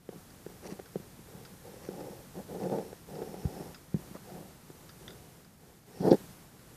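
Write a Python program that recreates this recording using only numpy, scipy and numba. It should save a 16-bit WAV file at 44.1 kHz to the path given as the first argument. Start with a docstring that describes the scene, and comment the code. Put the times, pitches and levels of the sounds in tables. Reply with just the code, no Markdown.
"""A soft bump and a rub of skin come first, over faint microphone hiss and the rumble of a quiet room.
It is the grip on a hand-held camera, very close, whose case rings dully. Farther off, a pendulum wall
clock ticks softly as its two pallets take turns, and the steel minute hand catches and clinks while
a finger pushes it round the dial. The grip ends in one hard slide and knock as it lets go."""
import sys
import numpy as np
from scipy import signal
from scipy.fft import rfft, irfft, next_fast_len
from scipy.io import wavfile
from numba import njit

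SR = 44100
rng = np.random.default_rng(int(sys.argv[2]) if len(sys.argv) > 2 else 0)


def put_to_file(sound):
    """Save the sound as 16-bit audio at rate SR, in the file named by the first command-line argument."""
    columns = np.atleast_2d(sound).T  # one column per channel
    safe = np.clip(columns, -1, 1)
    whole_steps = np.round(safe * 32767)
    wavfile.write(sys.argv[1], SR, whole_steps.astype(np.int16))


N = 298204
TIME = np.arange(N) / SR
RING = 8192  # samples in one impulse response
BINS_HZ = np.maximum(np.fft.rfftfreq(RING, 1 / SR), 1)

# slow wavering of the hiss: (time [s], relative level [dB])
HISS_LEVELS = [(0, -72), (.18, -64), (.3, -63.5), (1.58, -63), (2.67, -62), (3.05, -63.5), (3.68, -61),
               (3.88, -65.5), (4.0, -61.5), (4.38, -62.5), (4.6, -64.5), (5.1, -62.5), (5.58, -69),
               (5.85, -69), (6.17, -58.5), (6.52, -65.5), (6.76, -63)]
# tone of the microphone and skin hiss: (frequency [Hz], relative level [dB])
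HISS_COLOUR = [(20, 1), (300, 6), (800, 9), (1500, 5), (2600, 0), (4500, 0.5), (7000, 0.5), (14500, 0.5)]
# tone of the room rumble: (frequency [Hz], relative level [dB])
ROOM_COLOUR = [(20, -22), (35, -10), (55, -6), (95, -5.5), (150, -1), (240, -8), (450, -15.5), (800, -26.5),
               (2000, -29.5), (8000, -49)]

# dull ring of the camera case: (frequency [Hz], width [Hz], gain [dB])
CASE_MODES = [(74.6, 76, -8.5), (139.5, 46, 1), (184.7, 66, 3.5), (288, 48, -3), (367, 133, 1.5),
              (458, 226, -1), (529, 39, -4.5), (733, 96, -6), (795, 120, -8.5), (861, 100, -8.5),
              (1450, 230, -23.5), (1775, 220, -23.5), (4600, 3200, -38)]
# strokes of the grip: (start [s], rise [s], fall [s], crest level [dB], finger pad note [Hz])
RUBS = [(.11, 0.017, .08, -52, 450), (.48, .02, .09, -54.5, 446), (.635, 0.018, .1, -42.5, 450),
        (.94, 0.045, 0.11, -57, 450), (1.28, .08, 0.2, -53, 462), (1.645, 0.028, 0.57, -49, 490),
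        (1.91, .11, 0.19, -41.5, 530), (2.361, 0.041, 0.016, -38, 574), (2.5, .045, 0.069, -37.5, 450),
        (2.605, 0.038, 0.054, -32, 462), (2.713, 0.0096, 0.1, -28, 493), (2.81, 0.032, 0.087, -44, 480),
        (3.095, 0.098, .22, -40, 460), (3.42, .2, 0.099, -40, 730), (3.98, 0.021, .12, -49.5, 630),
        (4.26, 0.094, 0.16, -45, 676), (4.68, .08, 0.15, -61, 443), (5.0, 0.043, 0.37, -54, 415),
        (5.62, 0.074, .08, -60, 434), (5.885, 0.12, .02, -51.5, 450), (6.16, .04, 0.23, -64, 430)]
# sheen of sliding skin: (frequency [Hz], width [Hz], gain [dB])
WHISPER_MODES = [(5450, 630, 1), (4730, 2200, -12), (2600, 270, -3.5), (1870, 210, 1)]
# strokes that whisper: (start [s], length [s], level [dB])
WHISPERS = [(1.64, 0.62, -68.5), (2.57, 0.46, -66.5), (3.087, 0.35, -67), (3.383, 0.31, -63.5),
            (5.91, 0.16, -63)]
# midrange of a scrape: (frequency [Hz], width [Hz], gain [dB])
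SCRAPE_BODY_MODES = [(577, 150, 12), (1090, 420, 2), (1680, 530, -9)]
# crisp top of a scrape: (frequency [Hz], width [Hz], gain [dB])
SCRAPE_EDGE_MODES = [(2000, 500, 5.5), (2680, 510, 3), (4460, 1100, -1), (5820, 1200, 2), (9000, 3700, -10)]
# short dry scrapes: (start [s], length [s], level [dB], edge against body [dB])
SCRAPES = [(0.628, 0.045, -52.5, -5), (0.665, .012, -50.5, 10), (0.695, 0.04, -51.5, -1.5),
           (1.819, 0.061, -54, -5), (2.631, 0.0088, -53, 6), (4.142, 0.03, -44, -16)]
# the hard slide as the grip lets go: (start [s], rise [s], fall [s], crest level [dB])
SLIDES = [(6.012, 0.072, 0.022, -21), (6.118, .01, 0.017, -17.5)]
# rasp of that slide: (frequency [Hz], width [Hz], gain [dB])
RASP_MODES = [(3330, 500, 3.5), (4430, 1100, 8), (5000, 600, 8), (5620, 380, 7)]
# bumps on the case, soft flesh pitched low: (time [s], thud peak [dB], pitch of the push [Hz])
KNOCKS = [(.090, -28, 466), (.159, -38.5, 200), (.464, -29.5, 430), (.722, -29, 256), (.792, -35, 800),
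          (.797, -30, 600), (.957, -21.5, 472), (0.961, -32.5, 189), (.999, -36.5, 220),
          (1.192, -40.5, 219), (1.349, -40.5, 149), (1.888, -24, 400), (2.698, -24.5, 650),
          (2.72, -25, 497), (2.737, -26, 517), (2.785, -23.5, 624), (2.929, -32, 624), (3.186, -37, 303),
          (3.218, -26, 496), (3.223, -28, 720), (3.342, -28.5, 630), (3.452, -19.5, 82),
          (3.943, -18.5, 179), (3.962, -29, 170), (3.991, -38, 189), (4.111, -40, 226), (4.152, -33.5, 260),
          (4.701, -37, 330), (6.005, -24.5, 190), (6.112, -12, 337), (6.116, -4, 390), (6.128, -12.5, 696),
          (6.143, -17.5, 343)]
# snap of hard plastic: (frequency [Hz], width [Hz], gain [dB])
SNAP_MODES = [(1310, 960, 3), (1860, 250, -17), (3560, 780, -7), (5000, 3800, -15.5)]

# ring of the steel minute hand: (frequency [Hz], width [Hz], gain [dB])
HAND_MODES = [(1440, 260, -3), (1990, 300, -13), (3500, 360, 0), (4800, 400, -9), (6000, 1200, -20)]
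# the minute hand catches: (time [s], peak [dB])
CLINKS = [(5.0795, -33), (5.105, -42), (5.131, -58)]
# ring of the brass movement: (frequency [Hz], width [Hz], gain [dB])
MOVEMENT_MODES = [(1420, 400, 1), (1850, 400, -6), (2600, 600, -10), (3600, 900, -8), (4900, 560, -.5),
                  (6300, 1500, -16)]
# beats of the escapement, tick and tock in turn: (peak before the tock is dulled [dB])
BEAT_DB = [-50, -45, -43, -44.5, -48, -45, -38.5, -48, -43, -50, -54, -51]


def amp(db):
    """Turn decibels into gain."""
    return 10 ** (np.asarray(db) / 20)


def unit(x):
    """Scale to rms 1."""
    return x / np.sqrt(np.mean(x ** 2))


def peak(x):
    """Scale to a peak of 1."""
    return x / np.abs(x).max()


def add(out, time_s, sound):
    """Mix a sound in at its cue."""
    start = int(time_s * SR)
    out[start:start + len(sound)] += sound[:N - start]


def band(x, low_hz, high_hz):
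    """Gently roll off lows and highs."""
    x = signal.sosfilt(signal.butter(2, low_hz, "high", fs=SR, output="sos"), x)
    return signal.sosfilt(signal.butter(1, high_hz, fs=SR, output="sos"), x)


def response(modes):
    """Impulse response of a body with steep-sided resonances."""
    power = sum(amp(db) ** 2 / (1 + ((BINS_HZ / hz - hz / BINS_HZ) * hz / width) ** 2) ** 2
                for hz, width, db in modes)
    cepstrum = irfft(np.log(power + 1e-8) / 2)
    cepstrum[1:RING // 2] *= 2  # minimum phase: the ring follows the hit
    cepstrum[RING // 2 + 1:] = 0
    return irfft(np.exp(rfft(cepstrum)))


def ring(force, modes):
    """Play a force through a body."""
    return signal.oaconvolve(force, response(modes))[:len(force)]


@njit
def resonate(x, hz, width_hz):
    """State-variable band-pass with a moving centre."""
    out = np.empty(len(x))
    band_state, low_state = 0., 0.
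    for i in range(len(x)):
        tuning, damping = np.tan(np.pi * hz[i] / SR), width_hz / hz[i]
        passed = (band_state + tuning * (x[i] + 1e-18 - low_state)) / (1 + tuning * (tuning + damping))
        band_state = 2 * passed - band_state
        low_state += 2 * tuning * passed
        out[i] = damping * passed
    return out


def noise(colour):
    """Coloured noise of rms 1."""
    hz, db = np.transpose(colour)
    size = next_fast_len(N, real=True)
    bins = np.maximum(np.fft.rfftfreq(size, 1 / SR), 1)
    tone = amp(np.interp(np.log(bins), np.log(hz), db))
    return unit(irfft(rfft(rng.standard_normal(size)) * tone, size)[:N])


def hiss_level():
    """Slowly wavering gain of the hiss."""
    return amp(np.interp(TIME, *np.transpose(HISS_LEVELS)))


def background(hiss_gain_db, rumble_db, rumble_follow):
    """The bed: microphone hiss wavers, and the low room rumble sags and swells with it."""
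    waver = hiss_level()
    rumble = amp(rumble_db) * unit(waver ** rumble_follow) * noise(ROOM_COLOUR)
    return rumble + amp(hiss_gain_db) * waver * noise(HISS_COLOUR)


def slips(per_s, spread_db):
    """Stick-slip: tiny releases at random moments and of uneven size."""
    happens = rng.random(N) < per_s / SR
    return happens * rng.choice([-1, 1], N) * amp(spread_db * np.clip(rng.standard_normal(N), -2, 2))


def stutter(per_s, depth_db):
    """Skin catches and frees unevenly: a gain that jitters at random."""
    steps = rng.standard_normal(RING)
    return amp(depth_db * np.interp(TIME * per_s, np.arange(RING), steps))


def swell(start, length):
    """Rounded envelope of one light stroke."""
    return np.sqrt(np.maximum(1 - (2 * (TIME - start) / length - 1) ** 2, 0))


def pressure(start, rise, fall, db, swell_db, ease_db, edge_s=0.025):
    """Gain of one stroke: the skin takes hold, presses up to a crest, eases off and lifts."""
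    t = np.arange(int((rise + fall + 2 * edge_s) * SR)) / SR - edge_s
    sag_db = np.maximum(swell_db * (rise - t) / rise, ease_db * (t - rise) / fall)
    contact = np.clip(np.minimum(t, rise + fall - t) / edge_s + 1, 0, 1)
    out = np.zeros(N)
    add(out, start - edge_s, amp(db - sag_db) * contact)
    return out


def skin_hiss(press, full_db, growth):
    """A broad hiss comes and goes with the contact, growing more slowly than the pressure."""
    return amp(full_db) * press ** growth * noise(HISS_COLOUR)


def whisper():
    """Longer strokes add a faint, fine-grained hiss of skin."""
    grain = unit(ring(slips(per_s=4000, spread_db=6.5), WHISPER_MODES))
    return grain * sum(amp(db) * swell(start, length) for start, length, db in WHISPERS)


def scrapes():
    """Dry, sparse slips crackle in a register well above the dull rubbing."""
    force = slips(per_s=1300, spread_db=3)
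    body, edge = unit(ring(force, SCRAPE_BODY_MODES)), unit(ring(force, SCRAPE_EDGE_MODES))
    return sum(amp(db) * swell(start, length) * unit(body + amp(edge_db) * edge)
               for start, length, db, edge_db in SCRAPES)


def rubbing(resting_db, pad_db, overtone_db, flesh_db):
    """Skin slips over the case, coloured by the finger's flesh and the hollow note of its pad."""
    strokes = np.array([pressure(*row[:4], swell_db=6, ease_db=10.5) for row in RUBS])
    press = strokes.max(axis=0)
    force = slips(per_s=1200, spread_db=2) * stutter(per_s=60, depth_db=1.8)
    pad_hz = np.array(RUBS)[strokes.argmax(axis=0), -1]  # the strongest stroke sets the note
    note = resonate(force, pad_hz, width_hz=112.)
    overtone = resonate(force, 1.617 * pad_hz, width_hz=112.)
    flesh = resonate(force, hz=np.full(N, 182.4), width_hz=64.)
    finger = amp(pad_db) * (note + amp(overtone_db) * overtone) + amp(flesh_db) * flesh
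    rub = unit(band(ring(force + finger, CASE_MODES), low_hz=215, high_hz=3600))
    creep = amp(resting_db) * unit(hiss_level() ** 2)  # even the resting grip creeps faintly
    return rub * np.maximum(press, creep) + skin_hiss(press, full_db=-49.5, growth=0.23)


def last_slide(rasp_db, rasp_growth, tear_db):
    """Pressed hard, the skin sounds deeper and rasps with the pressure until it tears free."""
    press = np.max([pressure(*row, swell_db=13.5, ease_db=9) for row in SLIDES], axis=0)
    body = unit(band(ring(slips(per_s=1500, spread_db=5.0), CASE_MODES), low_hz=196, high_hz=760))
    rasp = unit(ring(slips(per_s=2500, spread_db=3), RASP_MODES))
    tear = amp(tear_db) * swell(start=6.107, length=0.014)
    rasp_gain = amp(rasp_db) * press ** rasp_growth + tear
    return body * press + rasp * rasp_gain + skin_hiss(press, full_db=-30.5, growth=0.89)


def knocks(decay_cycles, snap_s, snap_db, snap_growth, firm_hz):
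    """Each bump presses the case and rebounds in a thud; the first contact snaps on the plastic."""
    out, t = np.zeros(N), TIME[:RING]
    case, plastic = response(CASE_MODES), response(SNAP_MODES)
    for time_s, db, hz in KNOCKS:
        push = np.sin(2 * np.pi * hz * t) * np.exp(-hz * t / decay_cycles)
        thud = signal.fftconvolve(band(push, low_hz=hz * 0.34, high_hz=4000), case)
        snap = signal.fftconvolve(np.exp(-t / snap_s) * rng.standard_normal(RING), plastic)
        # the snap grows more slowly than the thud, and with the hardness of the push
        snap_gain = amp(snap_db + snap_growth * db) * np.sqrt(hz / firm_hz)
        add(out, time_s, amp(db) * peak(thud) + snap_gain * peak(snap))
    return out


def metal_clicks(events, modes, contact_s, chatter_db, chatter_s, cabinet_db, cabinet_s):
    """Metal meets metal: a sharp contact, a brief chatter and a short tail in the wooden cabinet."""
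    out, t = np.zeros(N), TIME[:RING]
    chatter = amp(chatter_db) * np.exp(-t / chatter_s)
    cabinet = amp(cabinet_db) * np.exp(-t / cabinet_s)
    fade = np.exp(-t / contact_s) + chatter + cabinet
    for time_s, db in events:
        add(out, time_s, amp(db) * peak(ring(fade * rng.standard_normal(RING), modes)))
    return out


def minute_hand():
    """The pushed steel hand catches: a quick run of clinks, each softer than the last."""
    return metal_clicks(CLINKS, HAND_MODES, contact_s=0.0011, chatter_db=-9, chatter_s=0.005,
                        cabinet_db=-20, cabinet_s=0.027)


def escapement(first_tick_s, period_s, tock_lag_s):
    """The two pallets strike once each per pendulum period: a bright tick, then a duller tock."""
    beats = [(first_tick_s + k // 2 * period_s + k % 2 * tock_lag_s, db) for k, db in enumerate(BEAT_DB)]
    tick, tock = (metal_clicks(pallet, MOVEMENT_MODES, contact_s=0.0035, chatter_db=-2, chatter_s=0.012,
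                               cabinet_db=-24, cabinet_s=0.03)
                  for pallet in (beats[::2], beats[1::2]))
    return tick + band(tock, low_hz=300, high_hz=4200)


def scene():
    """Mono mix of the clock, the close handling noise and the quiet room."""
    clinks = minute_hand()
    grip = rubbing(resting_db=-67, pad_db=0.5, overtone_db=-5.5, flesh_db=6.3)
    letting_go = last_slide(rasp_db=-47, rasp_growth=0.4, tear_db=-42.5)
    bumps = knocks(decay_cycles=0.5, snap_s=0.0024, snap_db=-31.5, snap_growth=0.52, firm_hz=450)
    handling = grip + letting_go + whisper() + scrapes() + bumps
    ticking = escapement(first_tick_s=0.3035, period_s=1.1472, tock_lag_s=0.554)
    bed = background(hiss_gain_db=6.0, rumble_db=-55, rumble_follow=0.85)
    return (ticking + clinks + handling + bed)[None]


def record(dry):
    """The camera cuts the top end steeply."""
    top_hz = 14450
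    return signal.sosfilt(signal.ellip(12, .2, 70, top_hz, fs=SR, output="sos"), dry)


dry = scene()
out = record(dry)
put_to_file(out)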